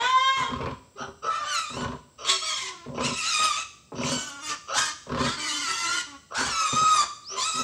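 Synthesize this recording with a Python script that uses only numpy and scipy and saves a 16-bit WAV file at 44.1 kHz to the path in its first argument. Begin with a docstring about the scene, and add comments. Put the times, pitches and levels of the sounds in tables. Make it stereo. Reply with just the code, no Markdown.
"""Hungry pigs call over one another in an open concrete pen, heard from outside the gate.
A clear squeal opens over the quiet yard, then a second slides down; vocal folds give partials, chaos smears them.
A grunter flaps slack folds and snorts; low whines and hoarse barks of noise join, then shrill harmonic screams.
Rough, wavering squeals follow in the second half, and near the end a bird glides up in one whistle.
The walls add a short ring by convolution throughout; both channels are the same."""
import sys
import numpy as np
from scipy import signal
from scipy.fft import rfft, irfft, next_fast_len
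from scipy.io import wavfile
from scipy.ndimage import uniform_filter1d

SR = 44100
rng = np.random.default_rng(int(sys.argv[2]) if len(sys.argv) > 2 else 0)


def unload_audio(sound):
    """Save the sound as a 16-bit wav file, at the path given as the first command line argument."""
    columns = np.transpose(np.atleast_2d(sound))
    # keep every value between -1 and 1, then stretch to whole-number steps
    steps = np.round(np.clip(columns, -1, 1) * 32767)
    wavfile.write(sys.argv[1], SR, steps.astype(np.int16))


N = 336483  # samples

# Levels in the tables are relative: voice trims, the pen and the master gain act on them afterwards.
# quiet air of the yard, with a faint band near 7.6 kHz, probably insects; spectrum: frequency_hz, relative_db
YARD_COLOUR = [(25, -27), (42, -19), (60, 11), (120, 7.5), (250, 2), (600, -6.5), (1500, -18),
               (3500, -16.5), (6000, -10), (6700, -27), (7600, -2), (9000, -20.5), (13000, -44),
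               (15200, -18)]
YARD_DB, YARD_WAVER_DB = -59.5, 0.4

# bird whistle: a glide that levels off
BIRD_START_S, BIRD_LENGTH_S, BIRD_RISE_S, BIRD_DB = 7.235, 0.12, 0.071, -30.5
BIRD_FROM_HZ, BIRD_TO_HZ, BIRD_GLIDE_S = 3670, 6700, 0.068

# low whines: start_s, length_s, pitch_hz, fundamental_db (before the throat), overtones_db (over that level)
WHINES = [(0.954, 0.15, 400, -46, -18), (1.301, 0.29, 590.4, -45.5, 0), (2.281, 0.1, 379, -47.5, -21),
          (2.307, 0.062, 644, -41, -5), (2.414, 0.13, 622, -44.5, -2.5), (2.421, 0.14, 342, -65.5, 8),
          (2.614, .14, 371.5, -55, -3), (2.729, .14, 342.3, -59.5, -0.5), (4.203, 0.22, 288.5, -62.5, 4.5),
          (4.419, 0.14, 300.4, -58, 5), (4.799, 0.13, 302.5, -61.5, 10.5), (5.365, 0.17, 303, -53, 3.5),
          (5.523, 0.127, 291, -50.5, -4.5), (5.67, 0.081, 377, -54.5, 2), (5.82, 0.16, 334, -53.5, -2),
          (6.062, 0.11, 287.4, -59.5, 1), (6.43, 0.27, 570, -48.5, 5), (6.929, 0.14, 349.3, -58, 10),
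          (7.309, 0.084, 394.5, -47.5, -10)]
# throat colour of a whine: frequency_hz, gain_db
WHINE_THROAT = [(320, 9), (650, -3), (900, 3), (1200, 13.5), (1550, -1), (2100, 0.5), (3200, -3.5),
                (6000, -8.5), (9000, -38)]
WHINE_SAG, WHINE_ARCH = 0.025, 0.0199  # pitch falls and bulges by these shares

# grunts: first_flap_s, rise_s, length_s, chest_db, swell_db (up to the peak),
# mouth_db (over the chest level), flap_rate_hz, belly_db (lift of the lowest chest resonance)
GRUNTS = [(0.365, 0.052, 0.11, -41.5, 2, 8, 32, -1), (0.481, 0.26, 0.27, -33.5, 2, 0, 39, 11),
          (0.997, 0.054, 0.11, -44, -3, -3, 28, 5), (1.697, 0.14, 0.28, -32.5, 10, -2, 27, 6),
          (2.854, 0.16, 0.16, -36.5, 2.5, -12, 33.3, 0), (2.974, 0.042, 0.17, -28, 8, -1.5, 30, 1.5),
          (3.928, 0.12, 0.27, -30, 7, -4.5, 37, 0), (5.063, 0.14, .26, -28.5, 11.5, -1.5, 36, 1.5),
          (6.37, 0.03, 0.15, -34.5, 6, 4, 25.3, 5), (6.724, 0.044, 0.13, -35, -9, -6, 24, -5),
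          (7.532, 0.13, .12, -28, 23.5, 0, 34.4, -3)]
# chest resonances of the grunting pig and its corner: frequency_hz, width_hz, gain_db
CHEST_MODES = [(63, 21, 2.5), (141.5, 39, 6), (179, 24, 6.5), (247, 19.7, 12), (386.3, 24, 7.5),
               (549, 98, 5), (647, 42, -17)]
# mouth resonances of the grunting pig: frequency_hz, width_hz, gain_db
MOUTH_MODES = [(979.5, 53, 13.5), (1140, 446, 4), (1494, 480, 0), (2620, 3100, -13), (5200, 3600, -21)]
GRUNT_DROP_DB, GRUNT_RELEASE_S = 5, .035  # fall from peak to end; final linear fade
FLAP_S, FLAP_LEAK, FLAP_UNEVEN_DB = .009, .15, 2.5  # puff decay, steady leak of air, level unevenness
FLAP_SNAP = 4  # height of the snap against the puff

# hard single flaps: start_s, level_db, decay_s, nose_hiss_db (over the level)
SNORTS = [(.512, -29.5, 0.01, -20), (0.605, -26, 0.023, -10), (0.668, -23, 0.011, -10),
          (1.082, -36, 0.012, -24), (1.242, -36, 0.0079, -14), (1.767, -22, 0.0075, -25),
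          (2.976, -24, 0.027, -13), (3.919, -30.5, 0.017, -26), (4.034, -27, 0.012, -1)]
# body resonances of a snort: frequency_hz, width_hz, gain_db
SNORT_MODES = [(132, 210, -5), (243, 70, 0.5), (399, 41, 4.5), (546, 54, 3), (1010, 200, -4)]
NOSE_HZ, NOSE_WIDTH_HZ = 2390, 500

# barks that open calls: start_s, rise_s, length_s, level_db, hiss_db (over the level), gape (0-1), opening_s
BARKS = [(0.967, 0.05, 0.11, -32, -5.5, 0.4, 0.06), (1.219, 0.052, 0.074, -28.5, -7.5, 0.18, 0.1),
         (2.177, .11, 0.15, -34.5, 0.5, 0.11, 0.1), (2.937, 0.48, 0.086, -33, 2, 0.48, 0.11),
         (3.945, 0.13, 0.46, -40, 9, 0.22, 0.16), (4.483, 0.017, 0.085, -40, 8.5, 0.06, 0.12),
         (4.671, 0.098, 0.27, -26, -3.5, 1, .125), (6.302, 0.1, 0.16, -27.5, -11.5, 0.85, 0.079),
         (7.284, 0.092, 0.15, -37.5, 2.5, 0.1, 0.06)]
# lower throat resonances of a bark: jaw_shut_hz, jaw_open_hz, width_hz, gain_db
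BARK_LOW_MODES = [(509, 1150, 210, 9.5), (1218, 1650, 196, 15.5)]
# upper throat resonances of a bark: jaw_shut_hz, jaw_open_hz, width_hz, gain_db
BARK_HIGH_MODES = [(2823, 3600, 570, 3.5), (3820, 4500, 95, -5.5), (4740, 3000, 340, -2.5),
                   (5780, 5800, 470, 4.5)]
BARK_SWELL_DB, BARK_DROP_DB = 13, 30  # up to the peak, down to the end

# In the loud cries, bite is the band 2-5 kHz over the band below it; edge is the band above 5 kHz.
# clear opening squeal: time_s, pitch_hz, level_db, bite_db
CLEAR_SQUEAL = [(0.0, 461.7, -22, 0), (.07, 506, -22.5, -3), (.115, 518.2, -27, 0), (.16, 517.3, -15, -11),
                (.225, 529.2, -27, 2), (.29, 532.2, -22, -1), (.345, 535.8, -31, 3), (.395, 532.6, -30, 3),
                (.45, 531, -35, -1.5), (.51, 533, -40, -6), (.63, 536, -60, -7)]
# a second pig's squeal, sliding down as the first ends: time_s, pitch_hz, level_db, bite_db
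FALLING_SQUEAL = [(.345, 543, -47, 0), (0.389, 523.3, -28.5, -4), (.44, 481, -27.5, -8),
                  (.49, 457, -38, -2)]
# folds lock on the pitch, then break up: lock_s, break_s, locked_roughness (0-1), loose_roughness (0-1),
# edge_db (over the bite)
CLEAR_LOCK = (.12, .37, .035, .3, -19)
# throat colour of the clear squeals: frequency_hz, gain_db
CLEAR_THROAT = [(300, -20), (480, -2), (560, -11.5), (1040, 15.5), (1600, 2.5), (1950, -6.5), (2150, -11.5),
                (2650, -28.5), (3180, -10), (3750, -16), (4200, -29), (4800, -29), (5300, -24.5),
                (5800, -24), (7400, -22), (9000, -43.5), (11500, -49), (14000, -59)]

# short squeals: start_s, length_s, first_pitch_hz, last_pitch_hz, level_db, swell_db, bite_db,
# edge_db (over the level), brightening_db (along the call), mouth_hz, settled_roughness (0-1)
SHORT_SQUEALS = [ (4.446, 0.11, 617, 579.5, -39.5, 12, 7, 9, -12, 2500, 0.44),
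                 (4.736, .2, 606, 605.4, -29.5, -7, 10, 13.5, -15, 3300, 0.49),
                 (5.142, .22, 565, 694, -37, 7, 3, -2.5, -2, 3550, 0.74), ]
# long wavering squeals, one list each: time_s, pitch_hz, level_db, bite_db
LONG_SQUEALS = [
    [(4.01, 696, -47, 5), (4.055, 714, -47, 14.5), (4.14, 755, -41, 7), (4.26, 755, -43, 1),
     (4.31, 704, -43.5, -5), (4.38, 701, -44, -12), (4.47, 711, -53.5, 17), (4.52, 686, -44, -6),
     (4.57, 690, -48, -9)],
    [(5.34, 687, -41, 1), (5.39, 768, -41.5, 8), (5.54, 693, -44.5, 9.5), (5.63, 710.4, -33.5, 0),
     (5.708, 646.4, -28, -3), (5.77, 681.7, -37.5, 1), (5.85, 679.6, -28, -1.5), (5.964, 713, -26.5, -9),
     (6.015, 698, -37.5, -2.5), (6.04, 720, -57, 4)],
]
# folds of each long squeal: lock_s, break_s, locked_roughness (0-1), loose_roughness (0-1)
LONG_LOCKS = [(4.14, 4.49, .26, .7), (5.39, 6.0, .42, .75)]
# mouth of each long squeal: edge_db (over the bite), resonance_hz, width_hz, gain_db
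LONG_MOUTHS = [(3.5, 3130, 450, 5), (-1.5, 4430, 320, -2)]
# throat colour of the short and long squeals: frequency_hz, gain_db
SQUEAL_THROAT = [(250, -15.5), (450, 15.5), (720, -35), (950, 8.5), (1200, 18), (1420, 16), (1650, 6.5),
                 (2050, -2.5), (2600, -8), (3300, -6), (3900, -14), (4600, -1.5), (5400, -11), (6300, -5),
                 (7700, -8), (9000, -19), (11500, -35), (15000, -36)]
SQUEAL_ATTACK_S, SQUEAL_RELEASE_S, SQUEAL_FOOT_DB = 0.048, 0.037, -13  # rises from and falls to this foot
SQUEAL_ARCH, SETTLE_S = .02, 0.0734  # pitch bulges by this share; the opening chaos dies away

# screams in the top register, one list each: time_s, pitch_hz, level_db, bite_db
SCREAMS = [
    [(1.255, 1293, -28, -14), (1.295, 1289, -21, -22.5), (1.32, 1275, -32, -11), (1.36, 1251, -27, -13),
     (1.424, 1415, -41.5, -7), (1.494, 1548, -37, 4.5), (1.576, 1339, -27, -1), (1.68, 1184, -37.5, -3.5),
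     (1.794, 1490, -54.5, 15), (1.86, 1444, -27, -14.5)],
    [(2.24, 1029, -40.5, 8.5), (2.3, 1112, -31.5, 12.5), (2.345, 1112, -39.5, 14), (2.394, 1070, -49.5, 13),
     (2.478, 1139, -47, 20), (2.55, 1056, -42.5, 12.5), (2.69, 1021, -42.5, 6), (2.76, 1037, -68, 1)],
    [(2.99, 1127, -39.5, 1), (3.06, 1398, -40.5, 14.5), (3.115, 1266, -45, 10), (3.19, 1319, -40, 10),
     (3.23, 1245, -36, 5), (3.295, 1375, -33.5, 7.5), (3.335, 1244, -32.5, 6.5), (3.38, 1227, -26, -0.5),
     (3.45, 1264, -21.5, -2), (3.51, 1179, -25, -7.5), (3.555, 1178, -31.5, -0.5), (3.6, 1317, -34, 3.5),
     (3.64, 1278, -46.5, 7)],
    [(5.35, 1052, -52, 4), (5.41, 1026, -51, 14), (5.5, 970, -48.5, 18), (5.59, 1036, -50.5, 15.5),
     (5.7, 938, -47, 11.5), (5.84, 906, -46, 10.5), (5.94, 1013, -50.5, 17), (6.02, 982, -43.5, 13.5)],
    [(6.34, 1282, -47.5, 14), (6.385, 1390, -26.5, -0.5), (6.426, 1450, -32, 1.5), (6.462, 1615, -36, 4.5),
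     (6.524, 1326, -33, -1.5), (6.62, 1307, -24, -5.5), (6.665, 1228, -23.5, -9), (6.73, 1218, -24, -7),
     (6.8, 1263, -22.5, -10), (6.92, 1253, -20, -9.5), (7.014, 1180, -20, -7), (7.055, 1130, -32.5, -5)],
    [(7.35, 967, -53, 2), (7.385, 1021, -28, 1), (7.43, 1146, -37, 8.5), (7.47, 1294, -29.5, 0),
     (7.55, 1263, -31.5, -1), (7.63, 1307, -25.5, -6.5)],
]
# folds of each scream: lock_s, break_s, locked_roughness (0-1), loose_roughness (0-1), period_doubling_db
SCREAM_LOCKS = [(1.47, 1.72, .34, .56, -7), (2.32, 2.55, .43, .78, -6), (3.34, 3.56, .36, .56, -12),
                (5.38, 6.0, .42, .7, -9), (6.51, 7.03, .31, .68, -11), (7.44, 7.7, .38, .62, -8)]
# mouth of each scream: edge_db (over the bite), resonance_hz, width_hz, gain_db
SCREAM_MOUTHS = [(-4.5, 2600, 350, -7), (-4.5, 3470, 450, 2), (-3.5, 2800, 330, 4.5), (-2.5, 3060, 450, 6),
                 (0, 4470, 550, -4), (0.5, 3900, 890, 1)]
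# throat colour of a scream: frequency_hz, gain_db
SCREAM_THROAT = [(250, -14), (600, -4.5), (900, 4.5), (1280, 9.5), (1600, -0.5), (1950, -1.5),
                 (2300, -17.5), (2650, -13.5), (3800, -13), (4400, -13), (5000, -13), (6400, -7.5),
                 (7700, -8), (9000, -20.5), (11500, -37.5), (15000, -42.5)]

LOCK_S = .015  # time scale on which folds lock or break up
SMEAR_WIDENS_HZ = 4500  # above this, smeared partials grow wider
OPENING_S, OPENING_DB = 0.037, -14  # the treble of a cry comes in late, as the mouth opens
CUTOFF_HZ = 15550  # top of the partials and of the finished sound


def from_db(db):
    """Decibel law: a level becomes an amplitude gain."""
    return 10 ** (np.asarray(db) / 20)


def rms_one(x):
    """Normalisation: scale a signal to unit mean power."""
    return x / np.sqrt(np.mean(x ** 2) + 1e-20)


def gain_at(points, hz):
    """Spectral envelope: interpolate a colour in decibels over log frequency."""
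    f, db = np.transpose(points)
    return from_db(np.interp(np.log(hz + 1), np.log(f), db))


def filtered(x, response):
    """Linear filtering: multiply the spectrum by a gain given as a function of frequency."""
    size = next_fast_len(len(x) + 2048)
    hz = np.arange(size // 2 + 1) * SR / size
    return irfft(rfft(x, size) * response(hz), size)[:len(x)]


def noise(size, colour):
    """Coloured noise: white noise through a spectral envelope, at unit power."""
    return rms_one(filtered(rng.standard_normal(size), lambda hz: gain_at(colour, hz)))


def drift(size, rate_hz):
    """Random modulation: low-passed noise wavering up to about the given rate, with unit power."""
    return rms_one(filtered(rng.standard_normal(size), lambda hz: 1 / (1 + (hz / rate_hz) ** 2)))


def evened(x, window=0.012):
    """Envelope flattening: hold the power over a window in seconds at 1."""
    power = np.abs(uniform_filter1d(x * x, int(window * SR)))
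    return x / np.sqrt(power + 1e-12)


def resonate(x, modes):
    """Modal resonance: parallel two-pole resonators of alternating sign."""
    out = 0
    for k, (hz, width, db) in enumerate(modes):
        r = np.exp(-np.pi * width / SR)
        poles = [1, -2 * r * np.cos(2 * np.pi * hz / SR), r * r]
        ringing = signal.lfilter([1, 0, -1], poles, x)
        out = out + (-1) ** k * from_db(db) * (1 - r * r) / 2 * ringing
    return out


def hoarse(phase, width_hz):
    """Narrow-band noise: two random quadratures on a carrier phase, at unit power."""
    def spread():
        white = rng.standard_normal(len(phase))
        return filtered(white, lambda hz: 1 / np.sqrt(1 + (2 * hz / width_hz) ** 4))
    return rms_one(spread() * np.cos(phase) + spread() * np.sin(phase))


def span(start, length):
    """Time base: sample times of a call, and its progress from 0 to 1."""
    t = np.arange(int(start * SR), min(int((start + length) * SR), N)) / SR
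    return t, (t - start) / length


def hump(t, rise_s, swell_db, drop_db):
    """Breath pressure: one push raises the level in dB to a rounded peak at 0, then it falls."""
    age = t - t[0]
    rise = np.maximum(1 - age / rise_s, 0)
    fall = np.maximum(age - rise_s, 0) / max(age[-1] - rise_s, .02)
    return -swell_db * rise ** 2 - drop_db * fall ** 2


def add(out, t, sound, fade_s=.008):
    """Superposition: lay a call into the track with linearly faded ends."""
    at = round(t[0] * SR)
    to_nearest_end = np.minimum(t - t[0], t[-1] - t)
    out[at:at + len(t)] += sound * np.minimum(1, to_nearest_end / fade_s)


def fold_phase(pitch, jitter, jitter_hz, waver):
    """Frequency modulation: phase of an oscillator whose pitch trembles quickly and wavers slowly."""
    size = len(pitch)
    trembling = jitter * drift(size, jitter_hz) + waver * drift(size, 25.46)
    return 2 * np.pi * np.cumsum(pitch * (1 + trembling)) / SR


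def partials(phase, pitch, multiples, throat, chaos, smear_hz, flutter_db=4.5):
    """Source and filter: throat-weighted partials, smeared into bands by chaos, the high ones most."""
    out = 0
    for k in multiples[multiples * pitch.mean() < CUTOFF_HZ]:
        hz = k * pitch
        smeared = chaos * (hz / 3000) ** 1.3
        line = np.sqrt(2) * np.sin(k * phase + rng.uniform(0, 2 * np.pi))
        band = hoarse(k * phase, smear_hz * max(1, hz.mean() / SMEAR_WIDENS_HZ))
        # each partial swells and fades on its own, low ones less
        swell = from_db(flutter_db * np.minimum(hz / 1500, 1) * drift(len(phase), 15.0))
        out = out + swell * gain_at(throat, hz) * (line + smeared * band) / np.sqrt(1 + smeared ** 2)
    return out


def quiet_yard():
    """Ambient noise: a steady coloured hush, probably with insects, whose level wavers slightly."""
    level_db = YARD_DB + YARD_WAVER_DB * drift(N, 5.1)
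    return from_db(level_db) * noise(N, YARD_COLOUR)


def pen(x, early_db=-8, early_t60=0.2, tail_db=-14, tail_t60=0.67):
    """Reverberation: direct sound, a dense short ring between walls and a longer tail from under the roof."""
    t = np.arange(int(.8 * SR)) / SR
    early_colour = [(100, 1.5), (1200, 0.0), (3000, -0.5), (15000, -11)]
    tail_colour = [(100, -7.5), (600, -11.5), (1300, -10.0), (6000, -6.0), (12000, -16.5)]
    early = noise(len(t), early_colour) * from_db(-60 * t / early_t60)
    tail = noise(len(t), tail_colour) * from_db(-60 * t / tail_t60)
    early = from_db(early_db) * rms_one(early * (t > .004))
    tail = from_db(tail_db) * rms_one(tail * (t > .02))
    response = (early + tail) / np.sqrt(len(t))
    response[0] = 1  # direct sound
    return signal.fftconvolve(x, response)[:N]


def bird(swell_db=22, drop_db=2):
    """Frequency glide: one thin whistle from the trees rises exponentially towards its last pitch."""
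    out = np.zeros(N)
    t, _ = span(BIRD_START_S, BIRD_LENGTH_S)
    pitch = BIRD_TO_HZ + (BIRD_FROM_HZ - BIRD_TO_HZ) * np.exp((t[0] - t) / BIRD_GLIDE_S)
    whistle = np.sin(fold_phase(pitch, jitter=0.013, jitter_hz=310, waver=0.0035))
    add(out, t, from_db(BIRD_DB + hump(t, BIRD_RISE_S, swell_db, drop_db)) * whistle)
    return out


def whiner(whine_db=-1):
    """Harmonic voice: quieter pigs give short low nasal notes, each arched and sagging in pitch."""
    out = np.zeros(N)
    for start, length, hz, level_db, overtones_db in WHINES:
        t, along = span(start, length)
        pitch = hz * (1 + WHINE_SAG * (.5 - along) + WHINE_ARCH * (np.sin(np.pi * along) - .5))
        phase = fold_phase(pitch, jitter=0.0102, jitter_hz=100, waver=0.016)
        voice = dict(throat=WHINE_THROAT, chaos=.4, smear_hz=130, flutter_db=2)
        root = partials(phase, pitch, np.arange(1, 2), **voice)
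        overtones = partials(phase, pitch, np.arange(2, 16), **voice)
        whine = root + from_db(overtones_db) * overtones
        add(out, t, from_db(level_db + whine_db) * whine, fade_s=0.0096)
    return out


def grunter(chest_db=-1, mouth_db=-2):
    """Pulse excitation: slack folds flap slowly, each flap a snap and a puff into chest and mouth."""
    out = np.zeros(N)
    chest_band = signal.butter(3, [52, 950], "band", fs=SR, output="sos")
    mouth_lowpass = signal.butter(2, 6500, fs=SR, output="sos")
    for first, rise_s, length, peak_db, swell_db, open_db, rate, belly_db in GRUNTS:
        t, _ = span(first, length)
        level_db = peak_db + hump(t, rise_s, swell_db, GRUNT_DROP_DB) + FLAP_UNEVEN_DB * drift(len(t), 30)
        # time since the last flap, with slightly uneven timing
        since = (t - first + .0007 * drift(len(t), 10.0)) % (1 / rate)
        snaps = np.diff(since, prepend=since[0]) < 0
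        puffs = (np.exp(-since / FLAP_S) + FLAP_LEAK) * rng.standard_normal(len(t))
        flow = FLAP_SNAP * snaps + puffs
        belly = (from_db(belly_db) - 1) * resonate(flow, CHEST_MODES[:1])
        chest = evened(resonate(flow, CHEST_MODES) + belly, window=2 / rate)
        chest = signal.sosfilt(chest_band, chest)
        mouth = signal.sosfilt(mouth_lowpass, resonate(flow, MOUTH_MODES))
        mouth = evened(mouth, window=2 / rate) * from_db(open_db + mouth_db)
        release = np.minimum((t[-1] - t) / GRUNT_RELEASE_S, 1)
        add(out, t, release * from_db(level_db) * (from_db(chest_db) * chest + mouth))
    return out


def snorts(snort_db=0, attack_s=0.0011):
    """Decaying turbulence: a hard flap sends one puff through chest and snout, with a hiss in the nose."""
    out = np.zeros(N)
    lowpass = signal.butter(3, 1300, fs=SR, output="sos")
    for start, level_db, decay_s, nose_db in SNORTS:
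        t, _ = span(start, .12)
        lead_in = 2000  # samples for the resonances to build up, then discarded
        body = evened(resonate(rng.standard_normal(len(t) + lead_in), SNORT_MODES))[lead_in:]
        body = signal.sosfilt(lowpass, body)
        nose = from_db(nose_db) * hoarse(2 * np.pi * NOSE_HZ * t, NOSE_WIDTH_HZ)
        decay = np.exp((t[0] - t) / decay_s)
        add(out, t, from_db(level_db + snort_db) * decay * (body + nose), fade_s=attack_s)
    return out


def bark_throat(modes, jaw):
    """Moving formants: noise bands glide from their shut to their open frequencies with the jaw."""
    bands = 0
    for shut_hz, open_hz, width, db in modes:
        phase = 2 * np.pi * np.cumsum(shut_hz + jaw * (open_hz - shut_hz)) / SR
        bands = bands + from_db(db) * hoarse(phase, width)
    return evened(bands)


def barks(bark_db=-0.5, hiss_db=-3, rattle_db=2):
    """Aperiodic excitation: folds not yet locked on a pitch rattle into the gliding throat resonances."""
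    out = np.zeros(N)
    for start, rise_s, length, peak_db, high_db, gape, opening_s in BARKS:
        t, _ = span(start, length)
        level_db = peak_db + hump(t, rise_s, BARK_SWELL_DB, BARK_DROP_DB)
        jaw = gape * np.minimum((t - t[0]) / opening_s, 1) ** 2
        bark = bark_throat(BARK_LOW_MODES, jaw)
        bark = bark + from_db(high_db + hiss_db) * bark_throat(BARK_HIGH_MODES, jaw)
        rattle = rattle_db * drift(len(t), 200)
        add(out, t, bark * from_db(level_db + bark_db + rattle), fade_s=0.012)
    return out


def controls(rows):
    """Interpolation: sample times of a call, then each of its columns at those times."""
    s, *columns = np.transpose(rows)
    t = np.arange(max(int(s[0] * SR), 0), min(int(s[-1] * SR), N)) / SR
    return [t] + [np.interp(t, s, c) for c in columns]


def locking(t, lock_s, break_s, locked, loose):
    """Mode locking: roughness is loose at first, cleaner while the folds are locked, loose again after."""
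    locks = 1 + np.tanh((t - lock_s) / LOCK_S)
    not_broken = 1 + np.tanh((break_s - t) / LOCK_S)
    held = locks * not_broken / 4
    return np.clip(loose + held * (locked - loose), 0, 1)


def long_call(curve, lock_s, break_s, locked, loose, edge_db, rough_edge_db=0):
    """Vocal gesture of a long cry: the edge follows the bite and can sharpen with roughness."""
    t, pitch, level_db, bite_db = controls(curve)
    rough = locking(t, lock_s, break_s, locked, loose)
    edge_db = bite_db + edge_db + rough_edge_db * (rough - locked)
    return t, pitch, level_db, bite_db, edge_db, rough


def short_call(start, length, first_hz, last_hz, level_db, swell_db, bite_db, edge_db, brighten_db, settled):
    """Vocal gesture of a short squeal: arched glide; attack, sloping hold, release; chaos that settles."""
    t, along = span(start, length)
    pitch = (first_hz + (last_hz - first_hz) * along) * (1 + SQUEAL_ARCH * np.sin(np.pi * along))
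    attack = np.maximum(1 - (t - start) / SQUEAL_ATTACK_S, 0)
    release = np.maximum(1 - (t[-1] - t) / SQUEAL_RELEASE_S, 0)
    level_db = level_db + swell_db * along + SQUEAL_FOOT_DB * (attack + release)
    rough = np.clip(settled + (1 - settled) * np.exp((start - t) / SETTLE_S), 0, 1)
    brightening = brighten_db * along
    return t, pitch, level_db, bite_db + brightening, edge_db + brightening, rough


def torn_air(size, throat, tear_db, tear_hz):
    """Turbulence: rasping bands of noise flare and drop out, each on its own; unit power."""
    turn = 2 * np.pi * np.arange(size) / SR
    bands = 0
    for hz in np.arange(400, 9000, 550):
        flare = from_db(tear_db * drift(size, tear_hz))
        bands = bands + gain_at(throat, hz) * flare * hoarse(hz * turn, 550)
    return rms_one(rms_one(bands) + noise(size, throat) / 2)


def cry(gesture, throat, jitter, waver, chaos, smear_hz, half_db, rasp_db, treble_rasp_db, shake_db, mouth=()):
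    """Nonlinear phonation: roughness brings jitter, period doubling, shaking and rasping air."""
    t, pitch, level_db, bite_db, edge_db, rough = gesture
    phase = fold_phase(pitch, jitter * rough, 135.0, waver * rough)
    multiples = np.arange(1, 27)
    tone = partials(phase, pitch, multiples, throat, chaos * rough, smear_hz)
    doubling = partials(phase, pitch, multiples - .5, throat, chaos * rough, smear_hz)
    # air is let through once a cycle; its tilt above 2600 Hz sets the treble rasp
    air = torn_air(len(t), throat, tear_db=4.5, tear_hz=60) * (1 + .4 * np.cos(phase))
    air_colour = [(2600, rasp_db), (6500, rasp_db + treble_rasp_db)]
    air = filtered(air, lambda hz: gain_at(air_colour, hz))
    voice = rms_one(tone + rough * from_db(half_db) * doubling) + rough ** 1.5 * air
    voice = voice + resonate(voice, mouth)

    def below(corner_hz):
        return filtered(voice, lambda hz: 1 / (1 + (hz / corner_hz) ** 12))

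    # strain shifts the power between the low, middle and high throat resonances
    low, up_to_middle = below(2000), below(5000)
    middle, high = up_to_middle - low, voice - up_to_middle
    shut_db = OPENING_DB * np.exp((t[0] - t) / OPENING_S)
    call = evened(low)
    call = call + from_db(bite_db + shut_db / 2) * evened(middle)
    call = call + from_db(edge_db + shut_db) * evened(high)
    return call * from_db(level_db + shake_db * rough * drift(len(t), 27))


def clear_squeals(clear_db=-1):
    """Phase-locked folds: nearly pure harmonic squeals, the edge sharpening where the lock is loose."""
    out = np.zeros(N)
    for curve in (CLEAR_SQUEAL, FALLING_SQUEAL):
        call = long_call(curve, *CLEAR_LOCK, rough_edge_db=30)
        squeal = cry(call, CLEAR_THROAT, jitter=.02, waver=.012, chaos=1, smear_hz=200,
                     half_db=-13, rasp_db=-1, treble_rasp_db=5, shake_db=5)
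        add(out, call[0], from_db(clear_db) * squeal)
    return out


def rough_squeals(squeal_db=0, long_db=0, mouth_db=1, mouth_width_hz=450):
    """Period doubling: strong half-order partials roughen the short and the long wavering squeals."""
    out = np.zeros(N)
    calls = []
    for *row, mouth_hz, settled in SHORT_SQUEALS:
        calls.append((short_call(*row, settled), (mouth_hz, mouth_width_hz, mouth_db), squeal_db))
    for curve, lock, (edge_db, *mouth) in zip(LONG_SQUEALS, LONG_LOCKS, LONG_MOUTHS):
        calls.append((long_call(curve, *lock, edge_db), mouth, long_db))
    for call, mouth, db in calls:
        squeal = cry(call, SQUEAL_THROAT, jitter=.01, waver=.032, chaos=.9, smear_hz=150,
                     half_db=-2, rasp_db=-6.5, treble_rasp_db=8, shake_db=2.5, mouth=[mouth])
        add(out, call[0], from_db(db) * squeal, fade_s=0.0084)
    return out


def screams(scream_db=0):
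    """Chaotic phonation: high-pitched cries whose upper partials smear strongly into noise."""
    out = np.zeros(N)
    for curve, (*lock, half_db), (edge_db, *mouth) in zip(SCREAMS, SCREAM_LOCKS, SCREAM_MOUTHS):
        call = long_call(curve, *lock, edge_db)
        scream = cry(call, SCREAM_THROAT, jitter=.022, waver=.026, chaos=1.6, smear_hz=220,
                     half_db=half_db, rasp_db=-7.5, treble_rasp_db=9.5, shake_db=2.2, mouth=[mouth])
        add(out, call[0], from_db(scream_db) * scream, fade_s=0.011)
    return out


def scene():
    """Superposition: all the animals through the pen, over the quiet yard; the same in both channels."""
    yard = quiet_yard()
    pigs = whiner() + grunter() + snorts() + barks() + clear_squeals() + rough_squeals() + screams()
    mono = from_db(-3.5) * pen(bird() + pigs) + yard
    return np.array([mono, mono])


def record(dry):
    """Band limiting: the microphone drops the deepest bass; the top is cut steeply."""
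    dry = signal.sosfilt(signal.butter(4, 45, "high", fs=SR, output="sos"), dry)
    return signal.sosfilt(signal.ellip(10, .1, 90, CUTOFF_HZ, fs=SR, output="sos"), dry)


dry = scene()
out = record(dry)
unload_audio(out)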